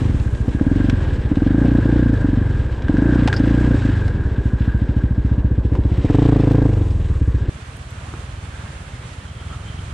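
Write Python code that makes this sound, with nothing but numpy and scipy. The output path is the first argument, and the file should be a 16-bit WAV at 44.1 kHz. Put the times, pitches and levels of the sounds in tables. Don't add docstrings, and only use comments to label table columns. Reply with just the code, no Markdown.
import sys
import numpy as np
from scipy import signal
from scipy.fft import rfft, irfft, next_fast_len
from scipy.io import wavfile
from scipy.ndimage import uniform_filter1d

SR = 44100
rng = np.random.default_rng(int(sys.argv[2]) if len(sys.argv) > 2 else 0)


def inscribe(sig):
    pcm = np.round(np.clip(np.atleast_2d(sig).T, -1, 1) * 32767)
    wavfile.write(sys.argv[1], SR, pcm.astype(np.int16))


def field_ratio(decibels):
    return 10 ** (np.asarray(decibels, dtype=float) / 20)


N = 437913
TIME_S = np.arange(N) / SR
SWITCH_S = 7.4945


def in_time(rows):
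    s, *columns = np.transpose(rows)
    return [np.interp(TIME_S, s, c) for c in columns]


def at_hz(points, hz):
    point_hz, point_db = np.transpose(points)
    return np.interp(np.log(hz), np.log(point_hz), point_db)


def swell(at_s, width_s):
    return np.exp(-((TIME_S - at_s) / width_s) ** 2)


def rms_one(x):
    return x / np.sqrt(np.mean(x ** 2) + 1e-20)


def noise():
    return rng.standard_normal(N)


def drift(rate_hz):
    r = np.exp(-80 * np.pi * rate_hz / SR)
    slow = signal.lfilter([1], [1, -2 * r, r * r], rng.standard_normal(N // 40 + 2002))[2000:]
    return np.interp(np.arange(N) / 40, np.arange(len(slow)), rms_one(slow))


def cut(x, hz, kind, order=2):
    return signal.sosfilt(signal.butter(order, hz, kind, fs=SR, output="sos"), x + 1e-18)


def ring(hits, hz, t60_s):
    r, w = field_ratio(-60 / (t60_s * SR)), 2 * np.pi * hz / SR
    return signal.lfilter([0, np.sin(w)], [1, -2 * r * np.cos(w), r * r], hits + 1e-18)


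def late(x, delay_s):
    lag = max(int(delay_s * SR), 1)
    return np.concatenate([np.zeros(lag), x[:-lag]])


def clicks(s, level_db):
    out = np.zeros(N)
    out[np.clip((s * SR).astype(int), 0, N - 1)] = field_ratio(level_db)
    return out


def puff(train, hz):
    return cut(cut(train, hz, "low"), hz, "low") * SR / hz / 3


def pipe(pulse, trip_s, trips_db, dull_hz):
    out = pulse
    for trip_db in trips_db:
        pulse = cut(late(pulse, trip_s), dull_hz, "low")
        out = out + field_ratio(trip_db) * pulse
    return out


# hz, likeness (-1 to 1)
LIKENESS = [(60, 0.99), (170, 0.99), (460, 0.91), (1260, -0.11), (3470, 0.39), (9580, -0.48)]
# hz, left_minus_right_db
LEAN = [(60, -2.5), (210, 1), (760, -5.5), (2700, -4.5), (9580, -3.5)]


def banded_noise(spectrum, patchy_db, wide=False):
    size = next_fast_len(N, True)
    hz = np.maximum(np.arange(size // 2 + 1) * SR / size, 1)
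    mid, side = rfft(rng.standard_normal((2, size))) * field_ratio(at_hz(spectrum, hz))
    if wide:
        alike = np.clip(at_hz(LIKENESS, hz), -1, 1)
        mid = np.sqrt(1 + alike) * mid + np.sqrt(1 - alike) * side * [[1], [-1]]
        mid = mid * field_ratio(at_hz(LEAN, hz) * np.array([[.5], [-.5]]))
    out, together, octave = 0, drift(3.0), np.log2(hz / 50)
    for k in range(9):
        band = irfft(mid * np.clip(1 - np.abs(octave - k), 0, 1), size)[..., :N]
        out = out + field_ratio(patchy_db * (together + drift(14))) * band
    return rms_one(out)


# s, level_db
STREAM = [(7.5, -37), (8.6, -37), (9.27, -37.5), (9.93, -35.5)]
# hz, density_db
WATER = [(60, -4), (130, -4), (323, -17), (910, -19), (1240, -17), (2140, -21.5), (3190, -24),
         (5120, -32.5), (8990, -31), (10000, -36.5), (13000, -64), (22000, -120)]


def stream():
    return field_ratio(in_time(STREAM)[0]) * banded_noise(WATER, patchy_db=0.82, wide=True)


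def treble_air():
    air = cut(rng.standard_normal((2, N)), [9500, 13500], "band")
    return air + .2 * air[::-1]


# start_s, peak_db
FLICKS = [(0.0927, -60), (0.334, -48.5), (0.4813, -44.5), (0.8814, -56), (0.8967, -54.5), (1.0805, -57.5),
          (3.275, -48.5), (3.328, -56.5), (3.3643, -54.5), (4.0073, -66), (5.7414, -60), (6.1474, -57.5),
          (6.1857, -63), (6.363, -60), (6.4013, -67), (6.5116, -63)]


def grit_level():
    dust = field_ratio(-74.5 + 1.0 * (in_time(ROLL)[1] + 51.5) + 3.2 * drift(20))
    s, peak_db = np.transpose(FLICKS)
    fade = [1, -np.exp(-1 / (0.003 * SR))]
    return dust + signal.lfilter([1], fade, clicks(s, peak_db + 4.0) + 1e-18)


# centre_s, width_s, level_db
SIZZLE = [
    (.25, 0.57, -56.5),
    (4.48, .06, -63),
    (6.07, 0.055, -70),
    (7.0, 0.39, -59),
    (7.35, 0.11, -77),
]


def sizzle():
    level = sum(field_ratio(level_db) * swell(s, width_s) for s, width_s, level_db in SIZZLE)
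    return level * field_ratio(1.5 * drift(25.0)) * rms_one(cut(noise(), [5500, 9500], "band"))


# centre_s, width_s, pitch_hz, level_db
CASE_WHIRR = [
    (8.1, .4, 1220, -61),
    (8.62, 0.17, 1620, -48),
    (9.5, 0.18, 1310, -50),
    (9.8, 0.16, 1400, -51.5),
    (9.75, 0.59, 3150, -53.5),
    (7.2, 0.29, 1100, -51),
]


def case_whirr():
    out = 0
    for s, width_s, hz, level_db in CASE_WHIRR:
        tone = rms_one(ring(ring(noise(), hz, 0.0064), hz, 0.0064))
        out = out + field_ratio(level_db + 3.7 * drift(12.0)) * swell(s, width_s) * tone
    return out


# s, drive_db (drive train speed), loose_db (loose stones under the tyres)
ROLL = [(0.0, -53.5, -42.5), (0.4, -46, -46), (0.95, -44, -44), (1.6, -43.5, -45.5), (2.7, -44, -49.5),
        (3.3, -40, -43), (3.6, -44, -41), (4.1, -42, -46.5), (4.56, -44, -49), (4.64, -38.5, -44.5),
        (4.85, -44, -50), (5.6, -49.5, -51.5), (6.1, -58, -45), (6.55, -49.5, -42.5), (6.9, -61, -49),
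        (7.5, -45.5, -47.5)]


def rolling_levels():
    drive_db, loose_db = in_time(ROLL)
    revs = in_time(SPEED_CLOSE)[0] - 20
    return drive_db, loose_db, revs, 6 * swell(5.755, .022)


def strokes(s, sharpness_db):
    cycle = np.interp(TIME_S, s, np.arange(len(s)))
    slow, quick = np.cos(2 * np.pi * cycle), np.cos(4 * np.pi * (cycle - .1))
    return slow * sharpness_db[0] + quick * sharpness_db[1]


# hz, density_db
RUMBLE = [(40, -3.5), (150, 3.5), (300, 5.5), (520, -3), (700, -12), (1000, -11), (1300, -23.5),
          (2200, -48)]
# centre_s, width_s, crunch_db
SHOVES = [
    (.08, 0.22, 0),
    (.45, 0.044, 2.0),
    (1.65, 0.04, 5),
    (2.55, 0.082, -0.5),
    (7.2, .35, -5),
]


def tyre_rumble(loose_db, revs, rustle_db):
    level_db = -35 + 0.2459 * revs + 1.1 * rustle_db + 0.29 * (loose_db + 44.0)
    level_db = level_db + sum(db * swell(s, width_s) for s, width_s, db in SHOVES)
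    return field_ratio(level_db + 6.0) * banded_noise(RUMBLE, patchy_db=.9)


def gear_whirr(s, drive_db, revs):
    teeth = noise() * field_ratio(strokes(s, (1.0, 3.0)) + 1.0 * drift(25))
    return field_ratio(drive_db + 0.45 * revs + 2.5) * rms_one(ring(ring(teeth, 1590, 0.0026), 1621, 0.021))


# hz, density_db
HISS = [(1120, -1.5), (1900, -1), (2040, -3), (2230, -4.5), (2730, -5), (3860, -9), (4440, -15),
        (5140, -16), (6380, -21.5), (7860, -19), (8610, -21.5), (10000, -54), (13000, -71), (22000, -120)]


def valve_hiss(s, hiss_db):
    throb_db = strokes(s, (2.0, 1.0)) * (0.5 + 1.0 * in_time(TAIL_PIPE)[0])
    hiss = banded_noise(HISS, patchy_db=1.43) * field_ratio(throb_db + 2.0 * np.tanh(drift(39.0)))
    return field_ratio(hiss_db + 3.5) * rms_one(hiss)


def gravel(drive_db, hiss_db, rustle_db):
    sizes = field_ratio(3.5 * np.minimum(rng.exponential(1, N), 4)) * rng.choice([-1, 1], N)
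    born = rng.random(N) < 1200 * field_ratio(5.0 * np.tanh(drift(8))) / SR
    dealt = rng.integers(0, 10, N)
    grains = 0
    for k, hz in enumerate(np.geomspace(900, 4000, 10)):
        grains = grains + ring(sizes * born * (dealt == k), hz, 8.0 / hz)
    grains = field_ratio(-8.0) * rms_one(cut(grains, 4000, "low"))
    level_db = 0.78 * (drive_db + 42.5) + 0.71 * (hiss_db + 46.0) - 49.0 + 0.46 * rustle_db
    return field_ratio(level_db) * grains


def rolling(s):
    drive_db, loose_db, revs, rustle_db = rolling_levels()
    hiss_db = loose_db + 0.23 * revs + rustle_db
    out = tyre_rumble(loose_db, revs, rustle_db) + gear_whirr(s, drive_db, revs)
    return out + valve_hiss(s, hiss_db) + gravel(drive_db, hiss_db, rustle_db)


def knocks(rows, crack_s, cycles, crack_db, top_hz, bright_hz):
    grit = noise()
    dull, bright = cut(grit, [900, top_hz], "band"), cut(grit, bright_hz, "band")
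    s, peak_db, pitch_hz, ring_db, bright_db = np.transpose(rows)
    fade = [1, -np.exp(-1 / (crack_s * SR))]
    out = signal.lfilter([1], fade, clicks(s, peak_db + crack_db) + 1e-18) * dull
    soft = signal.lfilter([.03], fade, clicks(s, peak_db + bright_db + 0.5) + 1e-18)
    out += signal.lfilter([1], fade, soft) * bright
    for at, level_db, hz in zip((s * SR).astype(int), peak_db + ring_db, pitch_hz):
        out[at:at + 2000] += field_ratio(level_db) * ring(np.arange(2000) == 0, hz, cycles / hz + 0.022)
    return out


# start_s, peak_db, pitch_hz, ring_db, bright_db
TWIGS = [
    (7.767, -43.5, 8800, 3, -11),
    (7.9048, -49, 7850, 5, -5),
]


def twigs():
    return knocks(TWIGS, crack_s=0.0025, cycles=4.3, crack_db=-24.0, top_hz=7500, bright_hz=[7500, 13000])


# start_s, peak_db, pitch_hz, ring_db, bright_db
BUMP = [
    (8.138, -19, 343, -5.5, -28),
]


def helmet_bump():
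    bump = knocks(BUMP, crack_s=0.0036, cycles=3.1, crack_db=6.0, top_hz=1600, bright_hz=[1800, 3000])
    return cut(bump, 3000, "low")


# start_s, peak_db, pitch_hz, ring_db, bright_db
STONES = [(0.1994, -31.5, 861, -8, -21), (0.3496, -34, 710, -21, -19), (0.491, -35, 730, -17, -17),
          (0.5968, -41, 1620, 15, -29), (0.8975, -17.5, 1540, -3.5, -37), (1.3563, -32, 810, -23, -26),
          (2.509, -39, 1584, -18, -33), (2.821, -32.5, 1423, -26, -33), (2.8834, -33.5, 1600, 13.5, -42),
          (2.969, -33, 1623, 11, -33), (3.2755, -15, 720, 0, -43), (3.2775, -30, 610, 12, -37),
          (3.2836, -26, 850, 11, -35), (3.3164, -42, 1640, -8, -22), (3.3283, -17, 1657, 7.5, -35),
          (3.3392, -30, 1430, 13.5, -3), (3.3634, -37, 1740, -21, 14.5), (3.3695, -51, 830, -6, -13),
          (3.3952, -30, 1509, -13, -31), (3.907, -50, 1540, -9, -30), (4.0796, -28.5, 728, 0, -38),
          (4.587, -42.5, 1519, 1, -23), (5.7524, -35, 1013, 11, -37), (5.8361, -41, 973, -1, -27),
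          (6.906, -39, 868, -6, -4)]


def frame_stones():
    return knocks(STONES, crack_s=0.0043, cycles=8.6, crack_db=5.5, top_hz=3520, bright_hz=[4550, 5250])


def turns(curve):
    s, rate = np.transpose(curve)
    grid_s = np.arange(s[0], s[-1] + .002, .001)
    count = (np.cumsum(np.interp(grid_s, s, rate)) - rate[0]) * .001
    return np.interp(np.arange(int(count[-1] + .2) + 1), count, grid_s)


# s, firings_per_s
SPEED_CLOSE = [(0.0212, 28.539), (0.1465, 18.536), (0.4091, 12.42), (0.5038, 14.314), (0.6172, 16.617),
               (0.7038, 21.379), (0.8055, 24.202), (0.933, 22.954), (1.1325, 17.697), (1.2538, 14.248),
               (1.3197, 16.442), (1.4038, 20.76), (1.5105, 24.859), (1.6204, 29.873), (1.6838, 30.005),
               (1.7541, 29.18), (1.8586, 27.731), (1.9965, 30.718), (2.0438, 29.355), (2.0989, 28.183),
               (2.2548, 24.992), (2.3138, 21.738), (2.3784, 24.468), (2.5018, 22.967), (2.7187, 14.828),
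               (2.8038, 15.289), (2.8987, 20.043), (3.0614, 29.184), (3.1586, 30.994), (3.2966, 28.062),
               (3.4103, 27.199), (3.5467, 29.31), (3.6467, 30.745), (3.7852, 28.039), (3.8929, 26.118),
               (4.0587, 22.702), (4.2032, 18.355), (4.4665, 12.57), (4.6818, 14.623), (4.8953, 13.394),
               (5.1851, 14.37), (5.3859, 15.424), (5.6587, 14.128), (5.8579, 15.636), (6.0238, 15.332),
               (6.1045, 20.124), (6.1638, 24.303), (6.2255, 30.647), (6.3659, 26.434), (6.4773, 26.858),
               (6.6233, 28.204), (6.7337, 25.092), (6.9089, 21.237), (7.057, 19.805), (7.2841, 15.046),
               (7.4988, 13.862)]
# s, firings_per_s
SPEED_OPEN = [(7.55, 14.98), (8.185, 19.621), (8.188, 21.146), (9.2143, 14.904), (9.363, 19.578),
              (9.93, 23.77)]
# opens_s, shuts_s, bark_db, sag_db (added by shutting), crack_db
BLIPS = [(0.0, 0.18, -16.5, -1.5, -39), (0.396, 0.452, -26, 16, -40), (0.46, 0.507, -5, -9, -17),
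         (0.503, 0.582, -12.5, 4, -38), (0.59, 0.95, -1.5, -4.5, -43), (1.275, 1.797, -2, 0.5, -33),
         (1.84, 2.149, -1, -3.5, -20.5), (2.224, 2.432, -1, -9, -41), (2.864, 3.284, -0.5, -3, -23),
         (3.387, 3.755, -3, -1.5, -21.5), (3.83, 3.91, -2, -6, -36), (4.365, 6.022, -17.5, 7, -38),
         (6.03, 6.68, -4.5, -4.5, -15), (6.677, 6.833, -17.5, 1, -27), (7.08, 7.13, -21.5, -4, -44),
         (7.198, 7.39, -17, -4.5, -39), (7.46, 7.503, -21.5, -3, -38)]
SHUT_BARK_DB, SHUT_CRACK_DB = -37., -36.5
THUMP_DB, LOAD_DUCK = -6.5, 0.8
LEAN_THUMP_DB, LEAN_BARK_DB = -0.5, -12.5
STUMBLE_S, STUMBLE_WIDTH_S, STUMBLE_DB = 2.776, 0.062, -8
OPEN_THUMP_DB, OPEN_DB_PER_RATE = -27, .5


def firings():
    s = np.concatenate([turns(SPEED_CLOSE), turns(SPEED_OPEN)])
    bark_db, crack_db = np.full(len(s), SHUT_BARK_DB), np.full(len(s), SHUT_CRACK_DB)
    since_shut, shut = np.arange(len(s)), np.ones(len(s), bool)
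    for opens_s, shuts_s, level_db, sag_db, snap_db in BLIPS:
        held = (s >= opens_s) & (s < shuts_s)
        bark_db = np.where(held, level_db + sag_db * (s - opens_s) / (shuts_s - opens_s), bark_db)
        crack_db = np.where(held, snap_db, crack_db)
        shut = shut & ~held
        since_shut = np.where(s >= shuts_s, np.cumsum(s >= shuts_s), since_shut)
    lean = shut & (since_shut % 2 == 1)
    thump_db = THUMP_DB - LOAD_DUCK * np.maximum(bark_db + 4.0, 0) + LEAN_THUMP_DB * lean
    thump_db = thump_db + STUMBLE_DB * np.exp(-((s - STUMBLE_S) / STUMBLE_WIDTH_S) ** 2)
    open_db = OPEN_THUMP_DB + OPEN_DB_PER_RATE * (1 / np.gradient(s) - 18)
    thump_db = np.where(s < SWITCH_S, thump_db, open_db)
    return s, thump_db, bark_db + LEAN_BARK_DB * lean, crack_db + 1.5 * rng.standard_normal(len(s))


def engine_open(s, thump_db):
    s, thump_db = s[s > SWITCH_S], thump_db[s > SWITCH_S]
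    luck = rng.standard_normal((len(s), 4))
    first = clicks(s - .009 + 0.002 * luck[:, 0], thump_db - 7.0 + 1.0 * luck[:, 1])
    second = clicks(s + 0.0051 + 0.0012 * luck[:, 2], thump_db + 0.95 * luck[:, 3])
    humps = puff(first + second, 191)
    humps = humps + field_ratio(-35.0) * ring(humps, 109.2, 0.034) + field_ratio(-37.5) * ring(humps, 110.0, 0.016)
    return field_ratio(4.5) * cut(humps, 53, "high") * field_ratio([[-.3], [.3]])


def piston_pump(s, rate, tail):
    cycle = np.interp(TIME_S, s, np.arange(len(s)))
    pump = field_ratio(-20.0) * np.cos(4 * np.pi * (cycle - .33)) + field_ratio(-25.0) * np.cos(8 * np.pi * (cycle - .08))
    return pump * np.interp(TIME_S, s, (rate / 30) ** 1.1 * (1 - .55 * tail))


BURBLE_HZ, BURBLE_DB, STANDING_DB, STANDING_S = 240, -16.5, -13, 6.7


def burble(s, rate, bark_db):
    pops = rng.random((len(s), 4))
    shut = np.maximum(np.clip((-21 - bark_db) / 4, 1e-3, 1), s < .45)
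    level_db = BURBLE_DB + STANDING_DB * (s > STANDING_S) + 20 * np.log10(shut)
    stray = 0
    for k, sign in enumerate([1, -1]):
        stray = stray + sign * clicks(s + pops[:, k] / rate, level_db - 2.1 * pops[:, k + 2])
    return cut(puff(stray, BURBLE_HZ), 130, "high")


def crack(s, crack_db, luck_db):
    return cut(ring(clicks(s - .003, crack_db + 2 * luck_db[:, 0]), 490, 0.05), 820, "low")


def end_cap_snap(s, facing, crisp, effort, lead_s, luck_db):
    snap_db = -15.0 + 20 * np.log10(facing) - 8.0 * (1 - crisp) - 6.0 * effort + luck_db[:, 1]
    return cut(ring(clicks(s - .0052 - lead_s, snap_db), 355, .014), 520, "low")


def tail_spike(s, bark_db, tail, luck_db):
    pulse = puff(clicks(s - .0052, bark_db + 20 * np.log10(tail + 1e-6) + luck_db[:, 2]), 435)
    spike = pulse + field_ratio(-36.0) * ring(pulse, 300, .03) + field_ratio(-34.0) * ring(pulse, 480, 0.018)
    spike = spike + field_ratio(-22.0) * ring(pulse, 817, 0.032) + field_ratio(-26.5) * ring(pulse, 1210, .008)
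    spike = cut(pipe(spike, 0.00643, [-3.0], dull_hz=550), 66, "high", order=1)
    spike = spike - .6 * cut(spike, [170, 240], "band", order=1)
    rasp = puff(clicks(s - .0065, bark_db + 8.0 * np.log10(tail + 1e-12) + 4.0 * luck_db[:, 0]), 90)
    spike = spike + field_ratio(-47.5) * rasp * cut(noise(), [900, 5000], "band", order=1)
    return spike + field_ratio(-56.0) * rasp * rms_one(ring(noise(), 1750, 0.006))


PIPE_HZ, PIPE_HZ_PER_RATE, PIPE_HZ_PER_GAIN = 284.6, 0.72, 0.31


def header_bark(s, rate, bark_db, tail, effort, glow, luck_db, chance):
    gain = np.clip(np.gradient(uniform_filter1d(rate, size=3), s), -30, 30)
    pitch_hz = PIPE_HZ + PIPE_HZ_PER_RATE * (rate - 24) + PIPE_HZ_PER_GAIN * gain + 9.4 * chance
    pitch_hz = np.clip(pitch_hz + 20.0 * tail, 220, 340)
    echo_loss_db = 7.0 + 5.8 * (1 - effort) + 6.7 * glow
    bark = 0
    for hz in range(220, 341, 20):
        share = np.clip(1 - np.abs(pitch_hz - hz) / 20, 1e-6, 1)
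        level_db = bark_db + 20 * np.log10(share) - 10.0 * tail
        sharp = clicks(s - .0056, level_db + luck_db[:, 2])
        echo = clicks(s - .0056 + 2 / hz, level_db - echo_loss_db + luck_db[:, 1])
        bark = bark + cut(ring(puff(sharp + echo, 304), hz, 0.02), 140, "high")
    return bark


# delay_cold_s, delay_hot_s, width_s, height_cold, height_hot
RETURNS = [
    (0.0, 0.00037, 0.0011, 0.66, 0.6),
    (.0024, 0.0026, 0.0011, -1, -0.38),
    (.0053, 0.0055, 0.0013, -0.55, -0.57),
    (.0085, 0.0089, 0.0021, 0.88, 1.0),
    (0.0126, 0.011, 0.0018, -0.52, -1.18),
    (0.024, .0160, 0.0024, 0.63, 0.73),
    (0.019, 0.022, 0.0028, -0.5, 0.15),
    (0.034, 0.031, .004, -0.21, -0.064),
    (.042, .040, 0.0033, 0.24, -0.22),
]
COAST_BLUR, COAST_FADE = 0.49, 0.37
GLOW_HURRY, GLOW_LOSS = 0.15, 0.37


def exhaust_waves(s, level_db, heat, crisp, glow, lead_s):
    out, time_s = np.zeros(N + 4000), np.arange(-400, 2600)[:, None] / SR
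    cold_s, hot_s, width_s, cold, hot = np.transpose(RETURNS)
    wave = np.arange(len(RETURNS))
    luck = rng.standard_normal((len(s), 2, len(RETURNS)))
    burns = zip((s * SR).astype(int), field_ratio(level_db), heat, crisp, glow, lead_s, luck)
    for at, gain, warm, sharp, red, lead, (early, strong) in burns:
        delay_s = cold_s + warm * (hot_s - cold_s)
        delay_s = delay_s * (1 + 0.05 * (1.25 - sharp) * np.tanh(early))
        delay_s = delay_s * (1 - GLOW_HURRY * red * (wave > 2))
        blur = 1 + COAST_BLUR * (1 - sharp) * (wave < 3)
        height = (cold + warm * (hot - cold)) * field_ratio(1.6 * (1.6 - sharp) * np.tanh(strong)) / blur
        height = height * (1 - GLOW_LOSS * red * ((wave == 2) | (wave == 3)))
        height = height * (1 - COAST_FADE * (1 - sharp) * (wave > 4))
        delay_s = delay_s * (1 + .3 * (blur - 1)) - lead * (wave == 0)
        out[at:at + 3000] += gain * np.exp(-.5 * ((time_s - delay_s) / (width_s * blur)) ** 2) @ height
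    return out[400:N + 400]


COAST_HEAT = 0.42


def gas_heat(rate, bark_db, effort, tail):
    fast = np.clip((rate / 30 - .55) / .3, 0, 1)
    warm = np.maximum(effort * (0.53 + 0.4 * fast), COAST_HEAT * fast)
    tail_heat = tail * fast * np.clip((bark_db + 26.5) / 9.6, 0, 1)
    return np.clip(np.maximum(warm, tail_heat), 0, 1)


# s, share (0-1)
TAIL_PIPE = [(0, 0), (5.3, 0), (6.03, .2), (6.15, 1), (6.73, 1), (6.9, 0)]
# s, share (0-1)
FACING = [(0, 0), (4.5, .15), (5.3, .4), (5.7, 1), (7.5, 1)]
GLOW_FROM_RATE, GLOW_SPAN_RATE = 26.9, 4.0
TURN_LEAD_S = 0.0021


def engine_close(s, thump_db, bark_db, crack_db):
    luck = rng.standard_normal((len(s), 4))
    luck_db, chance = .7 * luck[:, :3], luck[:, 3]
    rate = 1 / np.gradient(s)
    effort = np.clip((bark_db - thump_db + 5.0) / 4.7, 0, 1)
    crisp = np.clip((bark_db + 30.0) / 12.6, 0, 1)
    tail = np.interp(s, *np.transpose(TAIL_PIPE))
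    facing = np.clip(np.interp(s, *np.transpose(FACING)), 1e-3, 1)
    heat = gas_heat(rate, bark_db, effort, tail)
    glow = effort * (1 - tail) * np.clip((rate - GLOW_FROM_RATE) / GLOW_SPAN_RATE, 0, 1)
    lead_s = TURN_LEAD_S * facing * (1 - effort)
    level_db = thump_db + 0.064 - 1.2 * effort + 0.18 * tail + luck_db[:, 0]
    thump = exhaust_waves(s - .0038 + .0002 * chance, level_db, heat, crisp, glow, lead_s)
    bark = header_bark(s, rate, bark_db, tail, effort, glow, luck_db, chance)
    body = thump + field_ratio(-25.0) * bark + burble(s, rate, bark_db)
    body = body - 0.9 * cut(body, [395, 446], "band", order=1)
    edges = crack(s, crack_db, luck_db) + end_cap_snap(s, facing, crisp, effort, lead_s, luck_db)
    return body + field_ratio(4.0) * tail_spike(s, bark_db, tail, luck_db) + edges + piston_pump(s, rate, tail)


def scene():
    s, thump_db, bark_db, crack_db = firings()
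    close = engine_close(s, thump_db, bark_db, crack_db) + rolling(s) + frame_stones() + sizzle()
    close = cut(close, 9300, "low", order=6)
    close = signal.sosfiltfilt(signal.butter(2, 30, "high", fs=SR, output="sos"), close)
    air = treble_air()
    close = close + grit_level() * air
    open_view = engine_open(s, thump_db) + stream() + twigs() + helmet_bump() + field_ratio(-72.0) * air
    share = np.clip((TIME_S - SWITCH_S) / .0012, 0, 1)
    return (1 - share) * close + case_whirr() + share * open_view


def band_limit(x):
    return signal.sosfilt(signal.butter(12, 15700, fs=SR, output="sos"), x)


def record(dry):
    mix = .8 * np.tanh(dry / .8)
    return band_limit(mix)


dry = scene()
out = record(dry)
inscribe(out)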